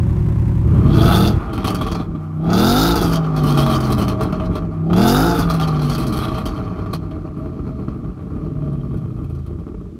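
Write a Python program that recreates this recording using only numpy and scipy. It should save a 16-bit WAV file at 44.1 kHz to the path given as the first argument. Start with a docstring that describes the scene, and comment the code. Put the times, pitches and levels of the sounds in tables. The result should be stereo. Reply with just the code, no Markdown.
"""A V8 idles fast in a yard; that scene ends under a second one on an open road, where the engine is
revved three times near the left tailpipe, crackles as it slows, and burbles while the listener backs away.
Firings give orders of the engine cycle; uneven burning is noise gated by the firings, which rumbles.
Noise through resonances that rise with gas heat makes the pipe ring and the tips rasp; fuel pops are
short bursts of the same noise, and a band of high noise is the jet."""
import sys
import numpy as np
from scipy import signal
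from scipy.io import wavfile
from scipy.ndimage import uniform_filter1d, map_coordinates

SR = 44100
rng = np.random.default_rng(int(sys.argv[2]) if len(sys.argv) > 2 else 0)


def dump(signal):
    """Clip the signal to [-1, 1] and save it as 16-bit WAV at the path in sys.argv[1]."""
    limited = np.clip(np.atleast_2d(signal).T, -1, 1)
    pcm = np.round(limited * 32767).astype(np.int16)
    wavfile.write(sys.argv[1], SR, pcm)


N = 440547
T = np.arange(N) / SR
COARSE = 8  # engine orders are computed at one sample in eight

# firing slots, out of eight per cycle, that reach the near pipe: [slot]
NEAR_BANK = [0, 2, 3, 5]
# steadiness of the tips, heard as a steady hiss from farther back: [t/s, share 0-1]
CALM = [(6.6, 0), (7.1, 1)]


def amp(db):
    """Decibels to gain."""
    return 10 ** (np.asarray(db) / 20)


def columns(rows, t=T):
    """Every column of a curve table at the times t."""
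    s, *values = np.transpose(rows)
    return [np.interp(t, s, v) for v in values]


def read(points, hz):
    """A spectrum table on a log-frequency axis."""
    f, value = np.transpose(points)
    return np.interp(np.log(hz + 1), np.log(f + 1), value)


def peaks(modes, hz):
    """Gain of a set of resonances with steep skirts."""
    power = 0
    for f, width, db in modes:
        power = power + amp(db) ** 2 / (1 + (2 * (hz - f) / width) ** 2) ** 1.4
    return np.sqrt(power)


def waver(length):
    """Slow chance of rms 1: a smooth curve through random knots 450 values apart."""
    knots = rng.standard_normal(length // 450 + 2)
    slow = map_coordinates(knots, [np.arange(length) / 450], order=3, mode="nearest")
    return slow / slow.std()


def throttle(t):
    """Throttle opening 0-1, and gas heat as a factor on resonances: it builds under load, then cools."""
    # throttle blips: [opens/s, shuts/s, rise of the resonances with heat/share]
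    blips = [(.8, 1.28, .1), (2.36, 2.9, .16), (4.82, 5.28, .16)]
    pedal_s, heat_lag_s, cool_s = .14, .08, .15
    opening, heat = 0, 1
    for opens, shuts, rise in blips:
        pressed = np.clip((t - opens) / pedal_s, 0, 1)
        released = np.clip((t - shuts) / pedal_s, 0, 1)
        opening = opening + pressed * (1 - released)
        warmed = np.clip((t - opens - heat_lag_s) / (shuts - opens - heat_lag_s), 0, 1)
        cooling = np.exp(-np.maximum(t - shuts, 0) / cool_s)
        heat = heat + rise * np.sin(np.pi / 2 * warmed ** 0.68) * cooling
    return opening, heat


def gas(shape, size, drift=0):
    """Two-port turbulence of rms 1; hot gas carries sound faster, so the whole spectrum slides up."""
    # likeness of the two ports: [f/Hz, share 0-1]
    likeness = [(30, 0.91), (70, 0.81), (130, 0.96), (500, 0.87), (1200, 0.98), (2500, 0.78), (4500, 0.57),
                (8000, 0.12), (15000, 0.22)]
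    # left over right: [f/Hz, level/dB]
    lean_table = [(60, -0.5), (150, -0.5), (380, -2), (950, 1), (2380, -2), (5980, -1.5), (15000, 0)]
    hop = size // 2
    hz = np.fft.rfftfreq(size, 1 / SR)[:, None]
    t = np.arange(N // hop + 5) * hop / SR
    opening, heat = throttle(t)
    # pockets of hot and cool gas, felt less with open throttle and from farther back
    knots_s = np.arange(0, t[-1] + .1, .06)
    pockets = np.interp(t, knots_s, rng.standard_normal(len(knots_s)))
    slide = heat + drift * (1 - 0.76 * opening - columns(CALM, t)[0]) * pockets
    fine_hz = np.arange(0, SR, 5.)
    gain = np.interp(hz / slide, fine_hz, shape(fine_hz))

    a, b, c, d = rng.standard_normal((len(t), len(hz), 4), dtype=np.float32).T
    left, other = a + 1j * b, c + 1j * d
    same = np.clip(read(likeness, hz), 0, 1)
    right = same * left + np.sqrt(1 - same ** 2) * other
    lean = amp(read(lean_table, hz) / 2)
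    z = np.array([left * lean, right / lean]) * gain / np.linalg.norm(gain, axis=0)
    out = signal.istft(z.astype(np.complex64), window="cosine", nperseg=size, noverlap=size - hop)[1][:, :N]
    return out / out.std()


def order(k, turns):
    """One order of the cycle at rms 1, phased so that the orders add up to the near bank's pulses."""
    phase = np.angle(sum(amp(-slot) * np.exp(-2j * np.pi * k * slot / 8) for slot in NEAR_BANK))
    spread = .045 * k ** 2  # the long pipe smears each pulse
    return np.sqrt(2) * np.cos(2 * np.pi * k * turns + phase - spread)


def puffs(turns, spread_db, between, size):
    """Envelope, levelled to rms 1, that flares unevenly at near-bank firings; size/samples softens it."""
    slot = (8 * turns).astype(int)
    every = np.arange(slot[-1] + 1)
    strength = amp(spread_db * rng.standard_normal(len(every))) * np.isin(every % 8, NEAR_BANK)
    flare = between + strength[slot] * np.exp(-2.5 * (8 * turns - slot))
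    flare = uniform_filter1d(uniform_filter1d(flare, size=size), size=size)
    return flare / np.sqrt(uniform_filter1d(flare ** 2, size=8000))


def yard():
    """Fast even idle: wavering orders of a steady cycle and a soft puffing hiss; it stops short."""
    # engine orders before the fade: [order of the cycle, rms level/dB]
    idle_orders = [(3, -12), (4, -27), (5, -26), (6, -27.5), (7, -20.5), (8, -19), (9, -44), (10, -59),
                   (11, -14.5), (12, -45), (13, -24), (14, -61), (15, -20), (16, -49), (17, -27),
                   (18, -25.5), (19, -55), (20, -32), (21, -32), (23, -37), (24, -58), (26, -56), (27, -65),
                   (30, -53), (31, -37), (32, -37), (34, -52), (35, -34), (36, -68), (50, -69), (53, -60),
                   (54, -48.5), (55, -54.5)]
    # hiss spectrum, relative: [f/Hz, density/dB per Hz]
    hiss_shape = [(150, -34), (250, 1), (287, -1), (366, -5), (427, -18), (563, -13.5), (625, -23),
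                  (693, -18.5), (1070, -16), (1230, -23.5), (2250, -29), (3230, -34.5), (15600, -48)]
    # course of the whole idle: [t/s, gain/dB]
    idle_fade = [(0, -2.5), (.6, -3), (.615, -3), (.65, -4.5), (.75, 0), (.9, -1.5), (1.05, 0.5),
                 (1.2, -4.5), (1.38, -3)]
    cycle_hz, end_s, hiss_db = 10.32, 1.3826, -28
    turns = cycle_hz * T + .3
    part = turns[:round(end_s * SR):COARSE]
    tone = sum(amp(db + 1.2 * waver(len(part))) * order(k, part) for k, db in idle_orders)
    tone = signal.resample_poly(tone, COARSE, 1)
    hiss = amp(hiss_db) * puffs(turns, 3.5, 1.0, size=60)
    hiss = hiss * gas(lambda hz: amp(read(hiss_shape, hz)), size=1024)
    fade = amp(columns(idle_fade)[0]) * (T < end_s)
    return (np.pad(tone, (0, N - len(tone))) + hiss) * fade


def beat(hz, turns, place, uneven):
    """Orders at rms 1 before break-up: throttle and place balance them, the silencer colours them."""
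    # balance of orders 1 to 18, one row each, relative: [open throttle/dB, shut throttle/dB,
    # a few steps back/dB, between both pipes/dB, loping near idle/dB]
    balance = [(10.5, -3, -15, -30, -30), (-1.5, -45, -20, -29, -19), (2.5, 1, -0.5, -14, -6),
               (-17, -53, -24, -1.5, -4), (5, -1.5, -4.5, -25, -33), (1, -33, -19, -4, 5.5),
               (-7, -11, -28, -18, -29), (-2, -12.5, -14, 2, -3.5), (-8, -14.5, -15, -8, -17),
               (-2, -15, -10.5, -9, -2), (-9, -15.5, -17, -7, -30), (-1.5, -19, -27, -36, -16),
               (-24, -41, -23, -13, -17), (-12.5, -39, -34, -7.5, -22), (-1, -22.5, -42, -19, -15),
               (-8, -46, -35, -24, -29), (-14.5, -47, -28, -36, -36), (-8, -57, -40, -28, -22)]
    # orders 19 to 26, same columns
    top_orders = [(-11, -45, -45, -45, -45)] * 8
    # silencer response: [f in cool gas/Hz, gain/dB]
    silencer = [(30, -17), (55, -3), (95, -0.5), (125, 1.5), (160, 7.5), (190, 2.5), (225, 3.5), (262, -3),
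                (290, 5.5), (320, 3), (345, 1), (375, -3), (420, 2.5), (480, -13.5), (635, 2.5), (705, -4),
                (772, 3), (900, -14.5), (1200, 8), (1500, -14)]
    # loping balance while leaving idle: [t/s, share 0-1]
    lope_curve = [(.93, 1), (1.03, 0)]
    turning = 3  # this order reverses its phase as the throttle shuts
    heat = throttle(T)[1]
    hz, turns, place, uneven, heat = (v[::COARSE] for v in (hz, turns, place, uneven, heat))
    lope = columns(lope_curve, T[::COARSE])[0]
    out, power = 0, 0
    for k, dbs in enumerate(balance + top_orders, 1):
        placed = np.interp(place, np.arange(len(dbs)), amp(dbs))
        size = (1 - lope) * placed + lope * amp(dbs[-1])
        size = size * amp(read(silencer, k * hz / heat))
        gain = size * np.clip(2 * place - 1, -1, 1) if k == turning else size
        broken = amp((.5 + 2.5 * uneven) * (waver(len(hz)) - .2))
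        out = out + gain * broken * order(k, turns)
        power = power + size ** 2
    return signal.resample_poly(out / np.sqrt(power), COARSE, 1)[:N]


def boom(turns, opening, sputter, lumps, calm, rumble):
    """Low exhaust note: even burning beats in orders, uneven burning puffs the rumble."""
    # engine speed: [t/s, cycle rate/Hz]
    speed = [(.6, 10.2), (.71, 14.2), (.8, 19.5), (.9, 25), (1.05, 27.5), (1.18, 36.6), (1.3, 41.6),
             (1.38, 41.4), (2.2, 31), (2.4, 31.2), (2.55, 36), (2.87, 57), (2.95, 57.8), (4, 40.6),
             (4.5, 34.5), (4.82, 31.6), (4.95, 35), (5.27, 57.2), (5.4, 57.2), (6.1, 44.6), (6.7, 36.1),
             (6.87, 33.6), (7.24, 30.6), (7.55, 27.2), (8.6, 18.5), (9.35, 13.6), (9.99, 11)]
    # boom: [t/s, level/dB]
    boom_level = [(.6, -33), (.65, -13), (.69, -19.5), (.74, -12.5), (.82, -13.5), (.9, -7.5), (.98, -10.5),
                  (1.06, -12), (1.2, -11), (1.3, -14.5), (1.37, -23), (1.43, -25), (1.55, -20.5),
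                  (1.7, -18), (2.3, -23.5), (2.56, -10.5), (2.7, -11), (3.29, -16), (3.5, -11.5),
                  (4.2, -18), (4.6, -18.5), (4.75, -21.5), (4.99, -9.5), (5.6, -16), (6.05, -16.5),
                  (6.35, -21), (6.65, -22.5), (6.9, -22), (7.1, -24.5), (7.4, -24.5), (7.85, -23.5),
                  (8.08, -24), (8.16, -28), (8.3, -24.5), (8.7, -18.5), (8.95, -20.5), (9.15, -22.5),
                  (9.33, -21), (9.46, -25), (9.55, -23), (9.66, -30), (9.8, -27), (9.91, -31), (9.99, -33)]
    # uneven burning in the boom, low under load, ragged when coasting: [t/s, share 0-1]
    uneven_curve = [(.6, .25), (.93, .25), (1, .45), (1.1, .3), (1.3, .15), (1.38, .8), (2.1, .7),
                    (2.2, .05), (2.8, .03), (3, .25), (3.25, .08), (3.5, .15), (3.9, .3), (4.15, .65),
                    (4.65, .65), (4.75, .05), (5.2, .05), (5.3, .25), (5.9, .22), (6.3, .85), (6.7, .8),
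                    (7.1, .5), (7.8, .55), (8, .8), (8.5, .75), (8.65, .2), (9, .25), (9.4, .3), (9.6, .6),
                    (9.7, .9)]
    # listener's place, as a column of the balance with shut throttle: [t/s, column]
    place_curve = [(6.4, 1), (6.8, 2), (7.9, 2), (8.3, 3), (9.1, 3), (9.3, 4)]
    uneven = columns(uneven_curve)[0]
    place = columns(place_curve)[0] - opening
    even_part = np.sqrt(1 - uneven) * beat(columns(speed)[0], turns, place, uneven)
    steadiness = 1 - calm + calm * np.sqrt(sputter)
    ragged_part = np.sqrt(uneven) * steadiness * puffs(turns, 3.5, lumps, size=300) * rumble
    return amp(columns(boom_level)[0]) * (even_part + ragged_part)


def pipe_ring(turns, sputter, lumps, crack, thump):
    """Gas puffs and pops drive noise through the pipe's resonances, with a narrow hum on top."""
    # pipe resonances of cool gas, broad and narrow: [f/Hz, width/Hz, level/dB]
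    ring_modes = [(762, 28.5, 1), (790, 840, -11.5), (1169.5, 113, 1.5), (1357, 50, -3), (2340, 610, -21)]
    # hum resonances of cool gas: [f/Hz, width/Hz, level/dB]
    hum_modes = [(432, 22, -9), (632, 12, 2)]
    # drive of the ring by the flow: [t/s, level/dB]
    ring_level = [(0.6, -48), (0.78, -37.5), (1.12, -17.5), (1.33, -31.5), (1.83, -32.5), (2.14, -38.5),
                  (2.4, -42), (2.51, -26.5), (2.64, -19.5), (2.69, -22), (2.87, -21), (3.16, -28),
                  (3.87, -25), (4.49, -35.5), (4.65, -36.5), (4.92, -42), (5.07, -24.5), (5.15, -20.5),
                  (5.7, -30.5), (6.25, -31), (6.85, -36.5), (6.98, -43), (8.39, -44.5), (8.57, -44),
                  (9.73, -51), (9.99, -57)]
    # hum over the broad ring: [t/s, gain/dB]
    hum_level = [(.6, -5.5), (1.3, -6.5), (1.6, -10.5), (2.4, -8), (2.7, -7.5), (3.3, -8), (4.6, 1.5),
                 (4.9, -8), (5.3, -4), (5.6, -9.5), (7, -3), (7.5, 1.5), (8.2, -7.5), (8.7, 2.5),
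                 (9.2, -10.5), (9.99, -10)]
    pop_db, thump_db = -6, -22  # how hard crack and thump knock the pipe
    blown = amp(columns(ring_level)[0]) * np.sqrt(sputter) * puffs(turns, 4, lumps, size=80)
    blown = blown + amp(pop_db) * crack + amp(thump_db) * thump
    broad = blown * gas(lambda hz: peaks(ring_modes, hz), size=1024)
    hum = uniform_filter1d(blown, size=250) * gas(lambda hz: peaks(hum_modes, hz), size=4096)
    return broad + amp(columns(hum_level)[0]) * hum


def rasp(flow_db, flare, calm, cracks):
    """Flow and pops excite three groups of tailpipe resonances, each flaring and lapsing on its own."""
    # tip resonances of cool gas in groups low, middle, high: [f/Hz, width/Hz, level/dB]
    tip_groups = [
        [(1950, 450, -11), (2507, 150, 0)],
        [(3190, 200, 0), (3750, 290, -9)],
        [(4230, 240, 0), (4600, 330, -7), (5250, 400, -11), (5900, 900, -15)],
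    ]
    # share of the groups in steady flow: [low/dB, middle/dB]
    flow_share = [-14.5, -3]
    # high group in steady flow: [t/s, share/dB]
    high_flow = [(.6, -7.5), (1.2, -6.5), (2.1, -10.5), (2.4, -16), (2.62, -8), (2.9, -9), (3.3, -6.5),
                 (4, -6), (4.8, -4), (5.2, -2), (6.3, -3), (7.1, 3), (7.5, 4.5), (8.1, -1), (8.4, -3),
                 (9.2, -8.5), (9.5, -8), (9.99, -10)]
    # share of the groups in a pop, before a common factor: [low/dB, middle/dB, high/dB]
    pop_share = [-9.5, -4.5, -3]
    calm_low_db, patchy_db = 6, 2.5
    # the low tips carry better to a listener farther back
    shares = [flow_share[0] + calm_low_db * calm, flow_share[1], *columns(high_flow)]
    out = 0
    for modes, share_db, pop_db, crack in zip(tip_groups, shares, pop_share, cracks):
        patchy = patchy_db * np.repeat(waver(N), 2)[:N]
        drive = amp(flow_db + share_db + patchy) * flare + 0.54 * amp(pop_db) * crack
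        out = out + drive * gas(lambda hz: peaks(modes, hz), size=512, drift=.035)
    return out


def jet(flow_db, flare, spit):
    """High noise of the jet, falling faster than the flow down to a faint hiss, plus the spit of pops."""
    # jet spectrum in cool gas, relative: [f/Hz, density/dB per Hz]
    jet_shape = [(4590, -60), (7800, -3), (10200, 1), (11600, 1), (13900, -3), (15600, -7)]
    # jet at full flow: [t/s, level/dB]
    jet_level = [(1.1, -30), (2.7, -35.5), (4, -25), (5.1, -26.5), (6.5, -20)]
    full_flow_db, faint_db = -21, -51  # faint_db: remaining hiss at full flow
    below_db = flow_db - full_flow_db
    strong_db = columns(jet_level)[0] + 1.5 * below_db
    level_db = np.maximum(strong_db, faint_db + 0.45 * below_db)
    return (amp(level_db) * flare + .45 * spit) * gas(lambda hz: amp(read(jet_shape, hz)), size=256)


def pops():
    """Fuel igniting in the pipe: envelopes of three cracks, jet and thump that flare, burn and die."""
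    # afterfire pops: [t/s, crack/dB, high tips over crack/dB, jet over crack/dB, thump/dB, burn/s]
    pop_table = [(1.531, -24.5, -1, -6, -34, 0.034), (1.5776, -15.5, -4.5, -10, -8, 0.0094),
                 (1.643, -15.5, -3, -8.5, -17, 0.049), (1.671, -15.5, 7, 1, -30, 0.01),
                 (1.702, -23, -5.0, 0, -26, 0.016), (1.746, -16, 1, -3.5, -22, 0.019),
                 (1.8104, -17, -9, -10, -17, 0.028), (1.865, -18.5, -5, -14.0, -17, 0.021),
                 (1.915, -17, 1.5, -8, -17, 0.016), (1.947, -18, -3, -17, -37, 0.024),
                 (1.9977, -27, -22, -36, -17, 0.022), (2.15, -30, -21, -23, -17, 0.012),
                 (2.4384, -44.0, -15, -9, -25, 0.027), (2.47, -41, -19, -28.0, -11, 0.021),
                 (2.5014, -17.5, 2, -26, -15, 0.008), (2.5306, -17, 2, -9, -20, 0.016),
                 (2.9557, -20, 1, -1, -12.5, 0.041), (3.013, -25.5, 0, 0, -19, 0.22),
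                 (3.132, -16, -4, -4, -29.0, 0.014), (3.1567, -15.5, 0, 0, -22, 0.0066),
                 (3.362, -22.5, -2, -6, -27, 0.033), (3.434, -23.5, -5, -6, -19, 0.067),
                 (3.468, -23, -4, -7, -25, 0.087), (3.5448, -37, -11.0, -8, -28, 0.033),
                 (3.573, -16, -7, -7.5, -16, 0.057), (3.662, -17, -10, -13, -40, 0.047),
                 (3.699, -25.5, -2, -2, -36, 0.048), (3.746, -45, -9, -9, -17, 0.055),
                 (3.803, -24, 4, 0.0, -33, 0.016), (3.839, -33, 6, 0, -34.0, 0.013),
                 (3.902, -21, -6, -6, -13, 0.043), (3.921, -20.5, 9, 0, -38, 0.019),
                 (3.9808, -20, -2, -3, -16, 0.046), (4.0194, -20, -9, -14, -14, 0.013),
                 (4.081, -17, -1, -6, -24, 0.022), (4.2072, -20, -5, -10, -17, 0.034),
                 (4.231, -31.5, 6, 7, -24, 0.013), (4.324, -12.5, -8.0, -16, -11, 0.0093),
                 (4.397, -22.5, -17, -30, -30, 0.026), (4.4544, -30, 4, -12, -35, 0.009),
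                 (4.514, -51, -8, -17, -27, 0.011), (4.552, -20, -3.5, -13, -18, 0.03),
                 (4.8995, -25.5, -21, -31, -15, 0.043), (4.9305, -15.5, -7, -13, -10, 0.017),
                 (4.961, -18.5, -3, -11, -38, 0.31), (5.349, -31, -4, 2, -26, 0.047),
                 (5.388, -26, 8, 5, -12, 0.021), (5.4976, -23, 8, -2, -35.0, 0.035),
                 (5.5348, -20.5, 0, -5, -36, 0.043), (5.597, -19.5, 1, -9, -42, 0.054),
                 (5.674, -17.5, 3, -7, -39, 0.016), (5.793, -21, 4, -17.0, -51, 0.009),
                 (5.815, -35, 9, -1, -25, 0.088), (5.896, -20.0, 8, -6, -35, 0.013),
                 (5.9488, -17.5, 5, -5, -14, 0.0093), (5.98, -21.5, 3, -1.5, -26, 0.054),
                 (6.0666, -29, 7.5, 1, -27, 0.045), (6.1235, -28.5, 5, -1, -43, 0.16),
                 (6.168, -25, -2, -2, -28, 0.037), (6.2144, -33, -3, -10, -48, 0.15),
                 (6.279, -26.5, 2, -8, -18, 0.011), (6.344, -27.5, 1, -12, -35, 0.035),
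                 (6.38, -19, -6, -8, -33, 0.014), (6.455, -21.5, 3.5, -3, -18, 0.027),
                 (6.5856, -51, -10, -18.0, -13.5, 0.021), (6.789, -50, -7, -14.0, -18, 0.023),
                 (6.86, -29, -13, -24, -18, 0.016), (6.9315, -17, 2, -4.5, -25, 0.023),
                 (7.1084, -36, -6, -17, -34, 0.018), (7.3675, -54, -9, -2, -26, 0.11),
                 (7.591, -56, -1.0, -16.0, -18, 0.017), (7.8045, -58, -3, -16, -50, 0.018),
                 (7.882, -35, -5, -21.0, -9, 0.0085), (8.048, -62, -1, -14.0, -16, 0.0083),
                 (8.099, -61, -6, -14.0, -28, 0.01), (8.3034, -62, -4, -3, -28, 0.034),
                 (8.353, -59, -8, -14.0, -33, 0.0093), (8.7284, -56, 1, 8, -38, 0.013),
                 (8.9412, -40, -6, -6, -14, 0.01), (8.971, -40, 1.0, 0, -43, 0.01),
                 (9.2424, -39, -5.0, -4, -43, 0.01), (9.297, -40, -5, -6, -27, 0.025),
                 (9.349, -41, 5, 0, -32, 0.0098), (9.388, -43, -2.0, -10, -38, 0.015),
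                 (9.4635, -39.5, -1, -3, -44, 0.013), (9.594, -45, -3.0, -8.0, -29, 0.008),
                 (9.667, -55.0, -14.0, -17.0, -11, 0.0046), (9.6782, -34, -18, -18, -26, 0.0052),
                 (9.743, -57, -6.0, -12.0, -13.5, 0.0093), (9.811, -44, -10, -12.0, -24, 0.0085)]
    rise_s, burn_sag_db, crack_t60_s = 0.0018, -10, 0.088
    spike_db, spike_s = 5, .003  # extra crack at ignition
    tint_db, grit_db = 4.5, 3.2  # variety of the middle tips, stutter of the burn
    out = np.zeros((5, N + 6000))
    age = np.arange(6000) / SR
    rise = (1 - np.exp(-age / rise_s)) * amp(spike_db * np.exp(-age / spike_s))
    for s, db, high_db, jet_db, thump_db, burn in pop_table:
        mid_db = tint_db * rng.uniform(-1.7, 1)
        # loss in dB: slight while burning, steep after it
        decay = 60 * np.maximum(age - burn, 0) / crack_t60_s - burn_sag_db * np.minimum(age / burn, 1)
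        levels = [db - decay, db + mid_db - decay, db + high_db - decay,
                  db + jet_db - 1.4 * decay, thump_db - 2.12 * decay]
        out[:, round(s * SR):][:, :6000] += rise * amp(levels)
    grit = signal.resample_poly(rng.standard_normal(N // 60 + 1), 60, 1)[:N]
    stutter = amp(grit_db * (grit - 1.0))
    return (*(out[:4, :N] * stutter), out[4, :N])


def road():
    """Boom, pop thumps, ring of the pipe, rasp and jet, all driven by one engine cycle."""
    # engine speed: [t/s, cycle rate/Hz]
    speed = [(.6, 10.2), (.71, 14.2), (.8, 19.5), (.9, 25), (1.05, 27.5), (1.18, 36.6), (1.3, 41.6),
             (1.38, 41.4), (2.2, 31), (2.4, 31.2), (2.55, 36), (2.87, 57), (2.95, 57.8), (4, 40.6),
             (4.5, 34.5), (4.82, 31.6), (4.95, 35), (5.27, 57.2), (5.4, 57.2), (6.1, 44.6), (6.7, 36.1),
             (6.87, 33.6), (7.24, 30.6), (7.55, 27.2), (8.6, 18.5), (9.35, 13.6), (9.99, 11)]
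    # rumble spectrum in cool gas, relative: [f/Hz, density/dB per Hz]
    rumble_shape = [(15, -41), (25, 10), (70, 6), (123, 3.5), (172, 5), (253, 0), (285, 2), (343, 1.5),
                    (382, -9.5), (425, -1.5), (512, -23), (600, -12), (780, -49), (1320, -120)]
    # rush of gas at the tips: [t/s, level/dB]
    flow = [(.6, -71), (.8, -56), (.96, -28.5), (1.15, -20), (1.28, -24), (1.43, -56.5), (1.56, -40),
            (1.93, -36.5), (2.1, -53), (2.35, -62), (2.58, -18.5), (2.7, -15.5), (2.89, -16), (2.94, -23),
            (3, -25), (3.14, -33), (3.28, -45), (3.45, -29.5), (4.08, -37), (4.2, -44.5), (4.5, -51),
            (4.81, -63), (4.94, -43.5), (5.08, -20.5), (5.2, -22.5), (5.57, -39.5), (5.75, -44),
            (5.9, -35.5), (6.3, -47), (6.5, -45), (7.05, -66), (7.3, -70), (7.7, -64.5), (8.3, -66.5),
            (8.8, -58), (9.35, -63), (9.6, -66), (9.75, -81), (9.99, -82)]
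    # flow between firings, added to each flare: [t/s, share of a firing]
    lump_curve = [(6.5, 1.1), (7.2, .6)]
    start_s, sputter_db = .6, 3.8
    opening = throttle(T)[0]
    turns = np.cumsum(columns(speed)[0]) / SR
    flow_db, lumps, calm = columns(flow)[0], columns(lump_curve)[0], columns(CALM)[0]
    # the flow sputters while coasting
    sputter = amp(sputter_db * (1 - opening) * np.repeat(waver(N // 4 + 1), 4)[:N])
    low_crack, mid_crack, high_crack, spit, thump = pops()
    rumble = gas(lambda hz: amp(read(rumble_shape, hz)), size=2048)
    flare = sputter * puffs(turns, 3, .9 - .15 * opening, size=40)
    flare = .7 * calm + (1 - .7 * calm) * flare
    out = boom(turns, opening, sputter, lumps, calm, rumble)
    out = out + uniform_filter1d(thump, size=200) * rumble
    out = out + pipe_ring(turns, sputter, lumps, low_crack, thump)
    out = out + rasp(flow_db, flare, calm, (low_crack, mid_crack, high_crack))
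    out = out + jet(flow_db, flare, spit)
    return out * np.clip((T - start_s) / 0.029, 0, 1)


def scene():
    """Both scenes at two microphone ports, the left one nearer the pipe, over a distant outdoor hush."""
    # lead of the left port: [t/s, lead/samples]
    lead = [(0, 3.9), (1, 3.56), (2.2, 6.14), (3.5, 6.47), (5, 4.42), (7.5, 3.84), (9.99, 5.7)]
    air_db, air_hz = -51.5, 2110  # gain on unit noise before its low-pass, corner
    left, right = yard() + road()
    late = map_coordinates(right, [np.arange(N) - columns(lead)[0]], order=3, mode="nearest")
    dull = signal.butter(1, air_hz, fs=SR, output="sos")
    air = signal.sosfilt(dull, rng.standard_normal((2, N)))
    return np.array([amp(-0.83) * left, amp(-2.14) * late]) + amp(air_db) * air


def record(dry):
    """The microphone loses the deepest bass; full-scale clipping, then the band limit."""
    bass_hz, edge_hz = 41, 15730
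    thin = signal.sosfilt(signal.butter(8, bass_hz, "high", fs=SR, output="sos"), dry)
    taps = signal.firwin(1023, edge_hz, window=("kaiser", 10), fs=SR)
    return signal.oaconvolve(thin.clip(-1, 1), taps[None], "same", axes=1)


dry = scene()
out = record(dry)
dump(out)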